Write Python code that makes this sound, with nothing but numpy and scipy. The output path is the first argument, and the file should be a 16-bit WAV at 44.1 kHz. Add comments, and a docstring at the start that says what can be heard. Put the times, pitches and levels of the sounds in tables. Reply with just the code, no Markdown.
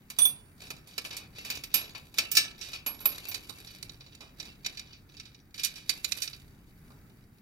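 """Metal clinks, knocks and rasps in a quiet workshop: a wrench is put down, a clamp nut is unscrewed
by hand, a metal square is slid and lifted off a machine table. Hits ring the wrench and the nut as
decaying partials. Knocks ring the square and the clamp bolt and add a short noisy clatter.
Sliding metal rasps in between, its grit ringing the square. The room echoes; the shop rumbles faintly."""
import sys
import numpy as np
from scipy import signal
from scipy.fft import rfft, irfft, next_fast_len
from scipy.io import wavfile

SR = 44100
rng = np.random.default_rng(int(sys.argv[2]) if len(sys.argv) > 2 else 0)


def transcribe(signal):
    """Save signal, clipped to [-1, 1], as a 16-bit WAV file at the path in sys.argv[1]."""
    frames = np.atleast_2d(signal).T
    limited = np.clip(frames, -1, 1)
    pcm = np.round(limited * 32767).astype(np.int16)
    wavfile.write(sys.argv[1], SR, pcm)


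N = 326781

# freedom to ring as clamp and hands shift: t/s, square/dB, bolt/dB, ring t60 limit/clatter t60
GRIP = [(0, 0, -4.5, 1.8), (1.001, -3.2, -5, 2.2), (1.7, 0, -6, 2.1), (2.2, -3.5, -28, 2.7),
        (2.37, 3, -11.5, 6.9), (2.8, 1, -6.5, 4), (3.0, -9.5, -19.5, 2.7), (3.4, -5.5, 5.2, 2),
        (4.5, -4.5, 4.6, 1.5), (5.4, -6, -4, 2.5), (5.65, -10, -3.5, 1.8), (5.9, -11.5, 2.4, 1.5),
        (6.3, -0.5, 0, 2.3)]
# metal reaches the two sides unevenly: f/Hz, pan/dB (left minus right)
METAL_PAN = [(60, -0.5), (180, 0.5), (550, 8.5), (1650, 15), (4970, 0), (15000, -4)]


def from_db(db):
    """dB to gain."""
    return 10 ** (np.asarray(db) / 20)


def unit_rms(x):
    """Scale to rms 1."""
    return x / np.sqrt(np.mean(x ** 2) + 1e-20)


def at_hz(points, hz):
    """Interpolate (f/Hz, value) rows over log frequency."""
    points_hz, values = np.transpose(points)
    return np.interp(np.log(hz), np.log(points_hz), values)


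def pan(pan_db):
    """Left and right gains, pan_db apart."""
    return from_db(np.array([pan_db / 2, -pan_db / 2]))


def drift(rate_hz):
    """Slow random wander, rms about 1."""
    hop, warmup = 40, 2000
    pole = np.exp(-2 * np.pi * rate_hz * hop / SR)
    white = rng.standard_normal(N // hop + warmup + 2)
    slow = signal.lfilter([1], [1, -2 * pole, pole * pole], white)[warmup:]
    return np.interp(np.arange(N) / hop, np.arange(len(slow)), unit_rms(slow))


def noise_bands(low_hz, correlation_at):
    """Yield (f/Hz, stereo noise) per half octave, with the given left-right correlation."""
    edges_hz = np.geomspace(low_hz, 18000, round(2 * np.log2(18000 / low_hz)) + 1)
    white = rng.standard_normal((2, 2, N))
    for k, (low, high) in enumerate(zip(edges_hz, edges_hz[1:])):
        bandpass = signal.butter(2, [low, high], "band", fs=SR, output="sos")
        mid, side = signal.sosfilt(bandpass, white[k % 2])
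        hz = np.sqrt(low * high)
        correlation = np.clip(correlation_at(hz), -1, 1)
        yield hz, np.sqrt(1 + correlation) * mid + np.sqrt(1 - correlation) * side * [[1], [-1]]


def tilt_db(hz, thump_db, low_db, top_db):
    """Contact colour: thump below 1700 Hz, else one-octave ramps either side of 5200 Hz."""
    octaves = np.log2(hz / 5200)
    return thump_db if hz < 1700 else low_db * np.clip(-octaves, 0, 1) + top_db * np.clip(octaves, 0, 1)


def ring(drive, hz, t60_s, contact_hz):
    """One mode; a second resonance, contact_hz wide, softens the onset."""
    w = 2 * np.pi * hz / SR
    r, q = from_db(-60 / (t60_s * SR)), np.exp(-np.pi * contact_hz / SR)
    mode = [0, np.sin(w), 0, 1, -2 * r * np.cos(w), r * r]
    contact = [(1 - q * q) / 2, 0, (q * q - 1) / 2, 1, -2 * q * np.cos(w), q * q]
    return signal.sosfilt([mode, contact], drive + 1e-18)


def knocks():
    """Clamp parts hit the square; each row gains a low/dB after its thump, partly following it."""
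    # t/s, level/dB, thump/dB, top/dB, clatter t60/s, pan/dB
    hits = [(0.1005, -34.5, -17, -4.5, 0.096, -8.5), (0.186, -30, -7, 0, 0.12, -15.5),
            (0.2526, -35, -5.5, 10.5, 0.07, -7), (0.615, -49, -13.5, -27, 0.32, -5),
            (0.7032, -31, -12, -8, 0.067, -8), (0.872, -52, -15, -3.5, 0.21, -10),
            (0.9794, -21, -17, -13.5, 0.046, -11), (1.049, -32, -13, -9, 0.073, -1.5),
            (1.1075, -36, -15.5, -29, 0.51, -4), (1.1663, -31.5, -39, -6, 0.11, -8.5),
            (1.3588, -46.5, -23, -30, 0.32, -7), (1.4482, -35, -18, -11, 0.19, -7),
            (1.501, -22.5, -24.5, -12.5, 0.09, -7), (1.5518, -31.5, -37, -16, 0.094, -10),
            (1.636, -31, -26, -9, 0.069, -8), (1.74, -19.5, -20.5, -6, 0.18, -9.5),
            (1.9488, -35, -13, -18, 0.15, 0.5), (2.1411, -40.5, -13.5, -4.5, 0.063, -3),
            (2.1837, -11, -26.5, -11.5, 0.079, -2.5), (2.3144, -26.5, -29, 3.5, 0.079, -3.5),
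            (2.351, -21, -51, -11, 0.3, -9), (2.369, -9.5, -34, -10, 0.076, -5),
            (2.611, -37, -30, -24, 0.54, -19), (2.7309, -32.5, -25, -23, 0.19, -6.5),
            (2.8623, -28, -7.5, -5, 0.13, -5), (3.004, -48, -1.5, 0, 0.16, -3),
            (3.055, -23.5, -10, 0.5, 0.049, 1.5), (3.286, -60, 2, -8, 0.078, -1),
            (3.3144, -32.5, -15.5, -14, 0.085, -9), (3.3432, -26, -23.5, -14, 0.076, -14),
            (3.494, -44.5, -1, -8.5, 0.074, -22), (3.6698, -46, -30, -40, 0.54, -14),
            (3.8268, -31.5, -18, -9.5, 0.024, -14.5), (3.894, -37.5, -13, -19, 0.026, -9.5),
            (3.9419, -51, -1, -40, 0.025, -13.5), (4.007, -44.5, -12, -28, 0.075, -8),
            (4.062, -51, -9.5, -22, 0.099, -8), (4.15, -43.5, -35, -7, 0.02, -11),
            (4.2057, -45.5, -4.5, -15, 0.24, -11), (4.3991, -32, -23, -21.5, 0.075, -12),
            (4.4535, -48, -12.5, -17, 0.099, -13.5), (4.646, -30.5, -32, -28.5, 0.099, -7),
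            (4.6615, -21.5, -22, -16.5, 0.047, -7), (4.7714, -33, -29, -24, 0.16, -8),
            (4.794, -30.5, -34, -18.5, 0.028, -8), (4.93, -42.5, -30.5, -43, 0.1, -9.5),
            (5.1677, -44.5, -40, -29.5, 0.12, -13), (5.198, -29.5, -35, -28, 0.049, -9.5),
            (5.253, -43.5, -30.5, -29, 0.17, -11), (5.3455, -40.5, -42, -33, 0.04, -11),
            (5.5421, -35.5, -28.5, -16, 0.069, -5.5), (5.578, -33, -41, -27.5, 0.33, -9),
            (5.5936, -28.5, -38, -17, 0.098, -6), (5.6337, -17, -59, -16, 0.12, -9.5),
            (5.6464, -21.5, -45, -9.5, 0.079, -18.5), (5.7563, -37.5, -29.5, -20.5, 0.34, -10),
            (5.8932, -20, -31, -14, 0.075, -21.5), (6.0444, -20, -26, -13.5, 0.04, -15),
            (6.12, -17.5, -37, -20.5, 0.023, -22), (6.176, -44, -51, -33, 0.16, -17),
            (6.2199, -22.5, -54, -14, 0.14, -11), (6.2756, -25.5, -34, -27, 0.032, -11),
            (6.331, -37, -24, -48, 0.07, -10), (6.9032, -62, 10, -8, 0.11, -7.5)]
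    return [(at_s, db, thump_db, -3 + 0.22 * thump_db, *rest) for at_s, db, thump_db, *rest in hits]


def knocked_modes(modes, free_db):
    """Each knock drives the modes (f/Hz, level/dB, t60/s) with random scatter; the grip damps them."""
    out, t = np.zeros((2, N + SR)), np.arange(SR // 3) / SR
    hz, mode_db, free_t60_s = np.transpose(modes)
    grip_s, _, _, t60_ratio = np.transpose(GRIP)
    sines = np.sin(2 * np.pi * hz[:, None] * t) * np.minimum(t / 0.0025, 1)
    mode_pan = pan(at_hz(METAL_PAN, hz))
    for at_s, knock_db, thump_db, low_db, top_db, clatter_t60_s, pan_db in knocks():
        # the hand that deadens the clatter deadens the ring
        held_t60_s = max(np.interp(at_s, grip_s, t60_ratio) * clatter_t60_s, .01)
        t60_s = 1 / (1 / free_t60_s + 1 / held_t60_s)
        colour_db = [tilt_db(f, thump_db if f < 1250 else low_db, low_db, top_db) for f in hz]
        scatter_db, pan_scatter_db = 3 * rng.standard_normal((2, len(hz)))
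        level_db = knock_db + mode_db - 5 + np.interp(at_s, grip_s, free_db) + colour_db + scatter_db
        gains = from_db(level_db) * pan(pan_db + pan_scatter_db) * mode_pan
        i = int(at_s * SR)
        out[:, i:i + len(t)] += gains @ (from_db(-60 * t / t60_s[:, None]) * sines)
    return out[:, :N]


def square_and_bolt(slide_gain):
    """Knocks ring square and bolt; grit under the slide catches the square's middle modes in turn."""
    # modes of the square on the table, the lowest its thud: f/Hz
    square_hz = [240, 1050, 1170, 1330, 1739, 2150, 2290, 2421, 2520, 2693, 2950, 3770, 3930, 4110, 4479,
                 4650, 4962, 5228, 5539, 5815, 6412, 6682, 7030, 8220, 9860, 11200, 12610, 13590, 14450,
                 14760]
    # same modes: level/dB, t60/s
    square_modes = [(-3, 0.14), (-16.5, .12), (-7, .12), (-9.5, 0.15), (-7.5, 0.33), (-10.5, .14),
                    (-3.5, 0.17), (-10, .16), (-9, .14), (-0.5, 0.28), (-5, 0.37), (-13.5, .15),
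                    (-9.5, 0.25), (-9, 0.13), (-7, 0.18), (-9, .12), (-12.5, 0.2), (-10, 0.14),
                    (-9.5, 0.21), (-7, 0.098), (-17.5, 0.24), (-12, 0.16), (-9.5, .1), (-8, 0.3),
                    (-15, 0.13), (-22, .18), (-12.5, .2), (-13, .1), (-12.5, .14), (-4, .13)]
    # loose clamp bolt: f/Hz, level/dB, t60/s
    bolt_modes = [(2090, -6.5, .1), (2310, -6.5, .15), (2540, -6, .12), (3030, -10, .08), (3823, -1.5, 0.2),
                  (3897, -5, .08), (4080, -4, 0.11), (4597, -3.5, .11), (5600, -5, 0.072),
                  (5742, -3.5, 0.066), (7010, -3, 0.084), (8100, -17.5, 0.059), (8630, -8.5, 0.23),
                  (9394, -14.5, .1), (9880, -5, 0.16), (11900, -10.5, 0.11)]
    modes = np.column_stack([square_hz, square_modes])
    _, square_db, bolt_db, _ = np.transpose(GRIP)
    out = knocked_modes(modes, square_db) + knocked_modes(bolt_modes, bolt_db)
    grit = (rng.random(N) < 90 / SR) * rng.standard_normal(N)   # 90 grains/s
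    for k, (hz, mode_db, t60_s) in enumerate(modes):
        if 2000 < hz < 8000:
            drive = slide_gain * np.roll(grit, 4001 * k) * from_db(mode_db - 9.5)
            out += ring(drive, hz, 0.71 * t60_s, contact_hz=960) * pan(at_hz(METAL_PAN, hz))[:, None]
    return out


def struck_part(hits, modes_hz, modes):
    """Small solid part: decaying sines; each hit stops the ring before it."""
    out = np.zeros((2, N))
    ends_s = [at_s for at_s, _ in hits[1:]] + [N / SR]
    for k, ((at_s, pan_db), end_s) in enumerate(zip(hits, ends_s)):
        i = int(at_s * SR)
        t = np.arange(int(min(end_s - at_s, .5) * SR)) / SR
        fades = np.minimum(t / .001, 1) * np.minimum((t[-1] - t) / .002, 1)
        for hz, (t60_s, *level_db) in zip(modes_hz, modes):
            partial = from_db(level_db[k] - 60 * t / t60_s) * np.sin(2 * np.pi * hz * t)
            out[:, i:i + len(t)] += pan(pan_db)[:, None] * fades * partial
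    return out


def wrench():
    """The wrench rings as it bounces on the table."""
    # bounces: t/s, pan/dB
    bounces = [(.1865, -7), (.2185, -12), (.2525, -8)]
    # modes: f/Hz
    modes_hz = [3450, 5950, 8368, 9025, 9271, 11520, 13190, 13465]
    # same modes: t60/s, level/dB at each bounce
    modes = [(0.1, -23.5, -25, -15), (0.12, -27, -37, -34), (.1, -26, -61.5, -44), (1, -21, -19.5, -50),
             (0.22, -31, -15.5, -19.5), (0.13, -33, -46, -53), (0.13, -42, -36.5, -20), (.1, -33, -43, -44)]
    return struck_part(bounces, modes_hz, modes)


def nut():
    """The loose nut pings when flicked."""
    # flicks: t/s, pan/dB
    flicks = [(1.637, -10), (1.742, -16), (2.866, -15.5), (3.003, -12.5), (3.057, -16.5), (3.285, -13)]
    # modes: f/Hz
    modes_hz = [11630, 11810, 12316, 15100]
    # same modes: t60/s, level/dB at each flick
    modes = [(.22, -53.5, -26, -29, -43.5, -27, -40), (0.055, -45.5, -39, -45.5, -54, -15, -52),
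             (0.07, -51, -19, -65, -60, -37.5, -50), (0.15, -47, -47.5, -62, -47, -27, -33)]
    return struck_part(flicks, modes_hz, modes)


def sliding():
    """Metal slides on metal, jolted by trapped chips: returns stereo gain and treble cut/dB."""
    # t/s, length/s, level/dB, top/dB, pan/dB
    strokes = [(0.168, 0.12, -48.5, -5, -7.5), (0.605, 0.11, -49.5, -5, -7), (0.886, 0.1, -49.5, -8, -4.5),
               (0.965, 0.18, -50, -5, -15.5), (1.367, 0.17, -42, -9, -6), (1.557, 0.074, -49.5, 0, -2),
               (1.732, .1, -40.5, -11, -5.5), (1.908, 0.15, -55.5, 0, -7), (2.177, 0.057, -42, -8, -11.5),
               (2.352, 0.077, -39, -17, -11.5), (2.596, 0.15, -47, -3.5, 1), (2.88, 0.14, -53, -6, -9),
               (3.055, 0.27, -44, -3.5, -4), (3.38, 0.38, -51, -1.5, -4.5), (3.847, 0.038, -55, -3, -9),
               (4.053, 0.18, -57.5, -19.5, -9), (4.386, 0.086, -49, -12, -9.5), (4.659, 0.1, -48, -11, -10),
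               (4.883, 0.068, -54, -23, -7), (5.103, 0.13, -55.5, -14.5, -8), (5.32, .08, -66, -16, -3.5),
               (5.57, 0.17, -51.5, -4, -12), (5.727, 0.086, -58.5, -8, -4), (5.883, 0.073, -44.5, -3, -7.5),
               (6.049, 0.17, -46.5, 7, -12), (6.276, .1, -58, -5, -10)]
    faint_rub = (0, N / SR, -69, -2.5, -4)
    rise_db_per_s, fall_db_per_s, chips_per_s, chip_t60_s = 605, 145, 120, 0.017
    t = np.arange(0, N + 64, 64) / SR
    start_s, length_s, stroke_db, top_db, pan_db = np.transpose(strokes + [faint_rub])[:, :, None]
    before_s, after_s = np.maximum(start_s - t, 0), np.maximum(t - start_s - length_s, 0)
    power = from_db(stroke_db - rise_db_per_s * before_s - fall_db_per_s * after_s) ** 2
    total = power.sum(axis=0)
    share = power / total   # the loudest stroke sets colour and pan
    curves = np.sqrt(total), (share * top_db).sum(axis=0), (share * pan_db).sum(axis=0)
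    level, top_db, pan_db = [np.interp(np.arange(N) / SR, t, curve) for curve in curves]
    chips = (rng.random(N) < chips_per_s / SR) * from_db(3 * np.minimum(rng.exponential(1, N), 4))
    bumps = signal.lfilter([1], [1, -from_db(-60 / (chip_t60_s * SR))], chips)
    gain = level * from_db(0.32 * drift(30)) * unit_rms(0.5 + bumps)
    return gain * pan(pan_db), np.minimum(top_db, 0)


def contact_noise(slide_gain, slide_top_db):
    """Short contacts: a dying clatter after each knock, a rasp under the slide."""
    # knock noise: f/Hz, density/dB
    clatter_spectrum = [(180, 9.5), (700, 11.5), (1250, 14), (1700, 6), (2440, 13), (3300, 13.5),
                        (4400, 1.5), (5660, -7), (7600, 6), (11500, 12), (15000, 2.5), (16500, -5.5)]
    # slide noise: f/Hz, density/dB
    rasp_spectrum = [(150, -44.5), (250, -3.5), (1470, -18.5), (1840, -4.5), (2480, -20), (3410, 1.5),
                     (5660, -22), (7760, -7.5), (12500, -4.5), (15700, -34.5), (16500, -48)]
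    out, t = np.zeros((2, N)), np.arange(SR // 6) / SR
    attack = np.minimum(t / 0.0005, 1)
    for hz, noise in noise_bands(183.6, lambda hz: .8):
        rasp_db = at_hz(rasp_spectrum, hz) + 12 + tilt_db(hz, 0, 0, slide_top_db)
        gain = slide_gain * from_db(rasp_db + 0.31 * drift(20))
        for at_s, knock_db, thump_db, low_db, top_db, t60_s, pan_db in knocks():
            i = int(at_s * SR)
            band_t60_s = max(t60_s, .01) * (5000 / hz) ** 0.23   # highs die sooner
            burst = attack * from_db(-60 * t / band_t60_s)
            level_db = knock_db + at_hz(clatter_spectrum, hz) + tilt_db(hz, thump_db, low_db, top_db)
            gain[:, i:i + len(t)] += from_db(level_db) * pan(pan_db)[:, None] * burst[:N - i]
        out += gain * noise * pan(at_hz(METAL_PAN, hz))[:, None]
    return out


def hardware(contacts, direct_gain):
    """Contacts ring clamp, bolt and plate; each resonance reaches each side in its own phase."""
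    # broad resonances: f/Hz, width/Hz, level/dB
    resonances = [(1296, 740, -9.5), (2089, 150, -7.5), (2500, 160, -0.46), (2900, 79, -6.5),
                  (3900, 150, -5.5), (4420, 140, -3.9), (4983, 320, -1), (5580, 410, -0.5), (6520, 150, -9),
                  (7000, 120, -9.5), (8580, 130, -9), (9590, 200, -10), (11700, 300, -9.5),
                  (12700, 99, -6.5), (13600, 240, -12), (15000, 400, -12)]
    t = np.arange(int(.1 * SR)) / SR
    hz, width_hz, level_db = np.transpose(resonances)[:, :, None]
    phase = np.pi * np.arange(len(hz))[:, None] + 1.2 * rng.standard_normal((2, len(hz), 1))
    gain = from_db(level_db) * 2 * np.pi * width_hz / SR   # unity peak at 0 dB
    modes = gain * np.exp(-np.pi * width_hz * t) * np.sin(2 * np.pi * hz * t + phase)
    response = modes.sum(axis=1)
    response[:, 0] += direct_gain
    return signal.oaconvolve(contacts, response, axes=1)[:, :N]


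def room(x, t60_s, wall_cut_hz):
    """Wall echoes: six feedback delays a side, duller on every round."""
    size = next_fast_len(N + SR)
    hz = np.arange(size // 2 + 1) * SR / size
    wall = 1 / np.sqrt(1 + (hz / wall_cut_hz) ** 2)
    source, out = rfft(x.mean(axis=0), size), []
    for lags_s in rng.uniform(.011, .037, (2, 6)):
        loops = [from_db(-60 * lag / t60_s) * wall * np.exp(-2j * np.pi * hz * lag) for lag in lags_s]
        response = sum((-1) ** k * loop / (1 - loop) for k, loop in enumerate(loops))
        out.append(irfft(source * response, size)[:N])
    return np.array(out)


def shop_rumble(rms_db):
    """Steady workshop rumble and hiss, wavering gently."""
    # f/Hz, relative density/dB
    spectrum = [(12, -32), (20, -4), (131, -2), (212, -7), (244, -8), (372, -15), (465, -29), (709, -23),
                (772, -32), (1280, -24), (1900, -24.5), (3140, -42.5), (13900, -34.5), (15200, -32.5),
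                (16500, -54)]
    # f/Hz, left-right correlation
    correlation = [(60, 0.96), (240, 0.9), (950, 0.4), (3770, -0.23), (15000, -0.04)]
    common_db = 1.2 * drift(1.5)
    air = sum(noise * from_db(at_hz(spectrum, hz) + common_db + 1.2 * drift(8))
              for hz, noise in noise_bands(20, lambda hz: at_hz(correlation, hz)))
    return from_db(rms_db) * unit_rms(air)


def scene():
    """Metal parts and their echo over the shop rumble."""
    slide_gain, slide_top_db = sliding()
    metal = square_and_bolt(slide_gain) + wrench() + nut()
    metal += hardware(contact_noise(slide_gain, slide_top_db), direct_gain=.15)
    metal[0] = np.roll(metal[0], 7)   # left lags 7 samples: the parts lie to the right
    echo = from_db(-14.5) * room(metal, t60_s=0.77, wall_cut_hz=2700)
    return metal + echo + shop_rumble(rms_db=-55.5)


def record(dry):
    """Steep low-pass at 16 kHz."""
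    return signal.sosfilt(signal.ellip(12, .5, 80, 16000, fs=SR, output="sos"), dry)


dry = scene()
out = record(dry)
transcribe(out)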